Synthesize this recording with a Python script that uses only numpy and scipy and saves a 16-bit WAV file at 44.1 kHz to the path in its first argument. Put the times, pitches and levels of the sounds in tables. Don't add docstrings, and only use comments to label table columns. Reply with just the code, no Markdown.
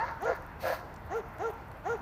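import sys
import numpy as np
from scipy import signal
from scipy.io import wavfile
from scipy.ndimage import uniform_filter1d

SR = 44100
rng = np.random.default_rng(int(sys.argv[2]) if len(sys.argv) > 2 else 0)


def persist_wave(psi):
    counts = np.round(np.clip(psi, -1, 1) * 32767).astype(np.int16)
    wavfile.write(sys.argv[1], SR, np.atleast_2d(counts).T)


def gain_from_decibels(decibels):
    exponent = np.asarray(decibels, float) / 20
    return 10 ** exponent


N = 88993
PITCH_WOBBLE = .006


def rms_one(x):
    return x / np.sqrt(np.mean(x ** 2) + 1e-20)


def at_hz(points, hz):
    p = np.array(points)
    return np.interp(np.log(hz), np.log(p[:, 0]), p[:, 1])


def drift(rate_hz):
    r = np.exp(-2 * np.pi * rate_hz / SR)
    wander = signal.lfilter([1], [1, -2 * r, r * r], rng.standard_normal(N + SR))
    return rms_one(wander[SR:])


def resonate(x, hz, width_hz):
    r = np.exp(-np.pi * width_hz / SR)
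    top = np.array([1, 0, -1]) * (1 - r * r) / 2
    bottom = [1, -2 * r * np.cos(2 * np.pi * hz / SR), r * r]
    return signal.lfilter(top, bottom, x + 1e-18)


def band(x, low_hz, high_hz, order=2):
    return signal.sosfilt(signal.butter(order, [low_hz, high_hz], "band", fs=SR, output="sos"), x)


def ramp(u):
    return np.sin(np.pi / 2 * np.clip(u, 0, 1)) ** 2


def gate(start, length, attack, release):
    t = np.arange(N) / SR - start
    return ramp(t / attack) * ramp((length - t) / release)


def coloured(points, patchy_db):
    edges = np.geomspace(points[0][0], min(points[-1][0], .45 * SR), 14)
    white = rng.standard_normal((2, N + SR))
    total = np.zeros(N)
    for k, (low_hz, high_hz) in enumerate(zip(edges, edges[1:])):
        level_db = at_hz(points, np.sqrt(low_hz * high_hz)) + patchy_db * drift(6.1)
        total += gain_from_decibels(level_db) * band(white[k % 2], low_hz, high_hz)[SR:]
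    return rms_one(total)


def distant_floor():
    # f/Hz, level/dB
    rumble_points = [(18, -28), (30, -2), (76, -1), (202, -10.5), (309, -14.5), (607, -13), (724, -10.5),
                     (1000, -13), (1300, -38), (2200, -120)]
    # f/Hz, level/dB
    murmur_points = [(590, -6), (1000, 1), (1520, 3.5), (1850, -3), (2410, -10), (3340, -24.5), (4110, -20),
                     (4840, -24.5), (16000, -50)]
    rumble = gain_from_decibels(-46) * coloured(rumble_points, patchy_db=1.06)
    murmur = gain_from_decibels(-52.5) * coloured(murmur_points, patchy_db=1.7)
    return rumble + murmur


def leaves():
    hiss = rms_one(resonate(rng.standard_normal(N), 14000, 2800))
    return gain_from_decibels(-74.5 + 0.73 * drift(25.0)) * hiss


def trees(x):
    echo_s, echo_db = .09, -17
    tail_t60_s, tail_db = .55, -9
    t = np.arange(SR) / SR
    tail = rng.standard_normal(SR) * gain_from_decibels(-60 * t / tail_t60_s) * ramp(t / 0.1)
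    tail = gain_from_decibels(tail_db) * tail / np.sqrt(np.sum(tail ** 2))
    tail[int(echo_s * SR)] += gain_from_decibels(echo_db)
    dull = resonate(resonate(tail, 1000, 800), 1000, 1600)
    bright = gain_from_decibels(-4.0) * resonate(tail, 5000, 4000)
    return signal.fftconvolve(x, dull + bright)[:N]


def paw_scuffs():
    # start t/s, length/s, level/dB
    scuff_table = [(0.028, .04, -67), (0.342, 0.036, -58), (0.46, 0.01, -54.5), (1.034, 0.058, -69),
                   (1.13, 0.08, -62.5), (1.28, .015, -65), (1.318, 0.041, -64), (1.463, .035, -65),
                   (1.482, 0.054, -60.5), (1.528, 0.019, -63), (1.76, 0.067, -74), (1.833, 0.16, -69)]
    rough = rng.standard_normal(N) * gain_from_decibels(3 * drift(150))
    grit = rms_one(resonate(rough, 16000, 3600))
    swells = sum(gain_from_decibels(db) * gate(s, length, length / 2, length / 2) for s, length, db in scuff_table)
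    return grit * swells


def claw_ticks():
    # t/s, peak level/dB, lower edge f/Hz, upper edge f/Hz
    tick_table = [(.111, -55, 11000, 14500), (.221, -43, 8200, 15100), (.248, -48, 8200, 14700),
                  (0.422, -50.5, 3070, 15000), (.941, -50, 3420, 14000), (.962, -48.5, 4130, 6960),
                  (1.384, -50, 3300, 14000), (1.431, -53, 11200, 15900), (1.587, -61, 4000, 5200),
                  (1.683, -57, 7820, 16100), (1.713, -56.5, 3750, 4450), (1.716, -52.5, 7700, 15000),
                  (1.772, -56, 10000, 15500), (1.975, -56, 9800, 15700)]
    tick_t60_s = 0.014
    out, t = np.zeros(N + 600), np.arange(600) / SR
    for s, db, low_hz, high_hz in tick_table:
        i = int(s * SR)
        burst = rng.standard_normal(600) * gain_from_decibels(-60 * t / tick_t60_s)
        burst = band(burst, low_hz, high_hz)
        out[i:i + 600] += gain_from_decibels(db) * burst / np.abs(burst).max()
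    return out[:N]


def huffs():
    # start t/s, length/s, pulse rate f/Hz, voice level/dB, snort level/dB
    huff_table = [
        (-.07, 0.19, 170, -41.5, -60.5),
        (0.237, 0.11, 172, -32, -59),
        (0.616, 0.14, 170, -32, -51),
    ]
    # f/Hz, width/Hz, level/dB
    chest = [(340, 60, -16), (522, 60, 0), (670, 150, -1), (1020, 220, -12), (1350, 220, -12),
             (1680, 220, -11), (2050, 300, -19)]
    # f/Hz, width/Hz, level/dB
    nose = [(2320, 790, 0), (4320, 1220, -2.2), (6260, 1250, -10.5), (8500, 1900, -20.5), (14600, 4500, -7)]
    near_lift = [-22, -8.5, 5.4]
    open_lift = [13.5, 0.5, 0.5]
    attack_s, release_s, upper_lag_s = .05, .035, .04
    jitter, hoarse = .09, .7
    lead_s, lag_s, edge_s = 0.032, 0.091, 0.06
    out, air = np.zeros(N), rng.standard_normal((2, N))
    for huff, near_db, open_db in zip(huff_table, near_lift, open_lift):
        start, length, hz, voice_db, snort_db = huff
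        cycle = np.cumsum(hz * (1 + jitter * drift(70.0))) / SR
        pulses = rms_one(np.diff(np.floor(cycle), prepend=0) * gain_from_decibels(1.6 * drift(130.0)))
        puffs = air[0] * (1 + np.cos(2 * np.pi * cycle))
        source = (1 - hoarse) * pulses + hoarse * puffs

        voice = np.zeros(N)
        for k, (f, w, d) in enumerate(chest):
            ring = resonate(resonate(source, f, 1.1 * w), f, 0.93 * w) / np.sqrt(w)
            swell = gate(start, length + upper_lag_s * np.log2(f / 600), attack_s, release_s * f / 600)
            voice += (-1) ** k * gain_from_decibels(d + open_db * (f > 800)) * ring * swell
        out += gain_from_decibels(voice_db) * rms_one(voice) * np.sqrt(length * SR / N)

        snort = np.zeros(N)
        for k, (f, w, d) in enumerate(nose):
            hiss = rms_one(resonate(resonate(air[1], f, 1.08 * w), f, 1.47 * w))
            snort += (-1) ** k * gain_from_decibels(d + near_db * (f > 8000)) * hiss
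        swell = gate(start - lead_s, length + lead_s + lag_s, edge_s, 2.85 * edge_s)
        out += gain_from_decibels(snort_db + 1.5 * drift(44.0)) * snort * swell
    return out


def whine():
    # t/s, pitch f/Hz, level/dB
    course = [(0, 845, -33), (.015, 903, -30), (.035, 928, -29), (.045, 945, -37), (.055, 1060, -39),
              (.07, 1095, -41), (.085, 1095, -54)]
    # multiple of the pitch, level/dB, loss/(dB per s)
    added_tones = [(.5, -19, 100), (1.5, -16, 100), (2, -7, 330), (3, -25, 250), (5, -31, 250)]
    s, hz, db = np.transpose(course)
    t = np.arange(N) / SR
    pitch_hz = np.interp(t, s, hz) * (1 + PITCH_WOBBLE * drift(40.0))
    phase = 2 * np.pi * np.cumsum(pitch_hz) / SR
    tone = gain_from_decibels(1.5 * drift(80)) * np.sin(phase)
    for multiple, d, loss_db in added_tones:
        tone += gain_from_decibels(d - loss_db * t + 4 * drift(70)) * np.sin(multiple * phase)
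    return np.sqrt(2) * gain_from_decibels(np.interp(t, s, db)) * ramp((s[-1] - t) / 0.037) * tone


def yips():
    # start t/s, length/s, top pitch f/Hz, level/dB, overtone brightness/dB
    yip_table = [
        (.193, 0.155, 470.4, -34.5, 2),
        (1.088, 0.13, 461.5, -31.5, -2.5),
        (1.378, 0.14, 462.7, -32, -1),
        (1.834, 0.14, 468.5, -33, 2.5),
    ]
    # f/Hz, level/dB
    throat = [(300, -14), (400, -7), (465, 0), (600, -6), (790, -2), (930, -14), (1250, -17), (1400, -4)]
    # f/Hz, level/dB
    upper_throat = [(1400, -4), (1600, -20), (1900, -16.5), (2300, -36), (3300, -40.5), (3800, -40.5),
                    (4300, -47.5), (5200, -42)]
    start_share, rise_s = .56, .067
    sag_share, sag_s = .19, .04
    attack_s, release_s = .04, .018
    closing_db, closing_from = -20, .6
    rasp_db, breath_db = -13, -29.5
    colour = throat + upper_throat[1:]
    out, air = np.zeros(N), rng.standard_normal(N)
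    breath = rms_one(band(air, 5780, 6800, order=3))
    low_rasp = resonate(resonate(air, 706, 460), 706, 460)
    high_rasp = resonate(resonate(air, 1400, 720), 1400, 720)
    rasp = rms_one(low_rasp + 0.32 * high_rasp)
    for start, length, top_hz, db, bright_db in yip_table:
        t = np.arange(N) / SR - start
        rise = uniform_filter1d(np.clip(t / rise_s, 0, 1), size=600)
        sag = sag_share * ramp(1 - (length - t) / sag_s)
        hz = top_hz * (start_share + (1 - start_share) * rise - sag + PITCH_WOBBLE * drift(44.4))
        phase = 2 * np.pi * np.cumsum(hz) / SR
        fade_db = bright_db + closing_db * ramp((t / length - closing_from) / 0.3)

        tone = np.zeros(N)
        for k in range(1, 12):
            level_db = at_hz(colour, k * hz) + 1.3 * drift(55.0)
            level_db += (k > 1) * fade_db + (k == 4) * -9
            tone += gain_from_decibels(level_db) * np.sin(k * phase + k * k)
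        puffs = breath * (1 + 0.29 * np.cos(phase)) * gain_from_decibels(2.0 * drift(45.0))
        noise = gain_from_decibels(rasp_db) * rasp + gain_from_decibels(breath_db + fade_db / 2) * puffs
        out += gain_from_decibels(db) * gate(start, length, attack_s, release_s) * (np.sqrt(2) * tone + noise)
    return out


def scene():
    dogs = yips() + whine() + huffs()
    paws = claw_ticks() + paw_scuffs()
    return (dogs + trees(dogs) + paws + leaves() + distant_floor())[None]


def roll_off(x):
    return signal.sosfilt(signal.butter(12, 16120, fs=SR, output="sos"), x)


def record(dry):
    x = signal.sosfilt(signal.butter(4, 40, "high", fs=SR, output="sos"), dry)
    x = signal.sosfilt(signal.cheby2(12, 60, 16250, fs=SR, output="sos"), x)
    return roll_off(x)


dry = scene()
out = record(dry)
persist_wave(out)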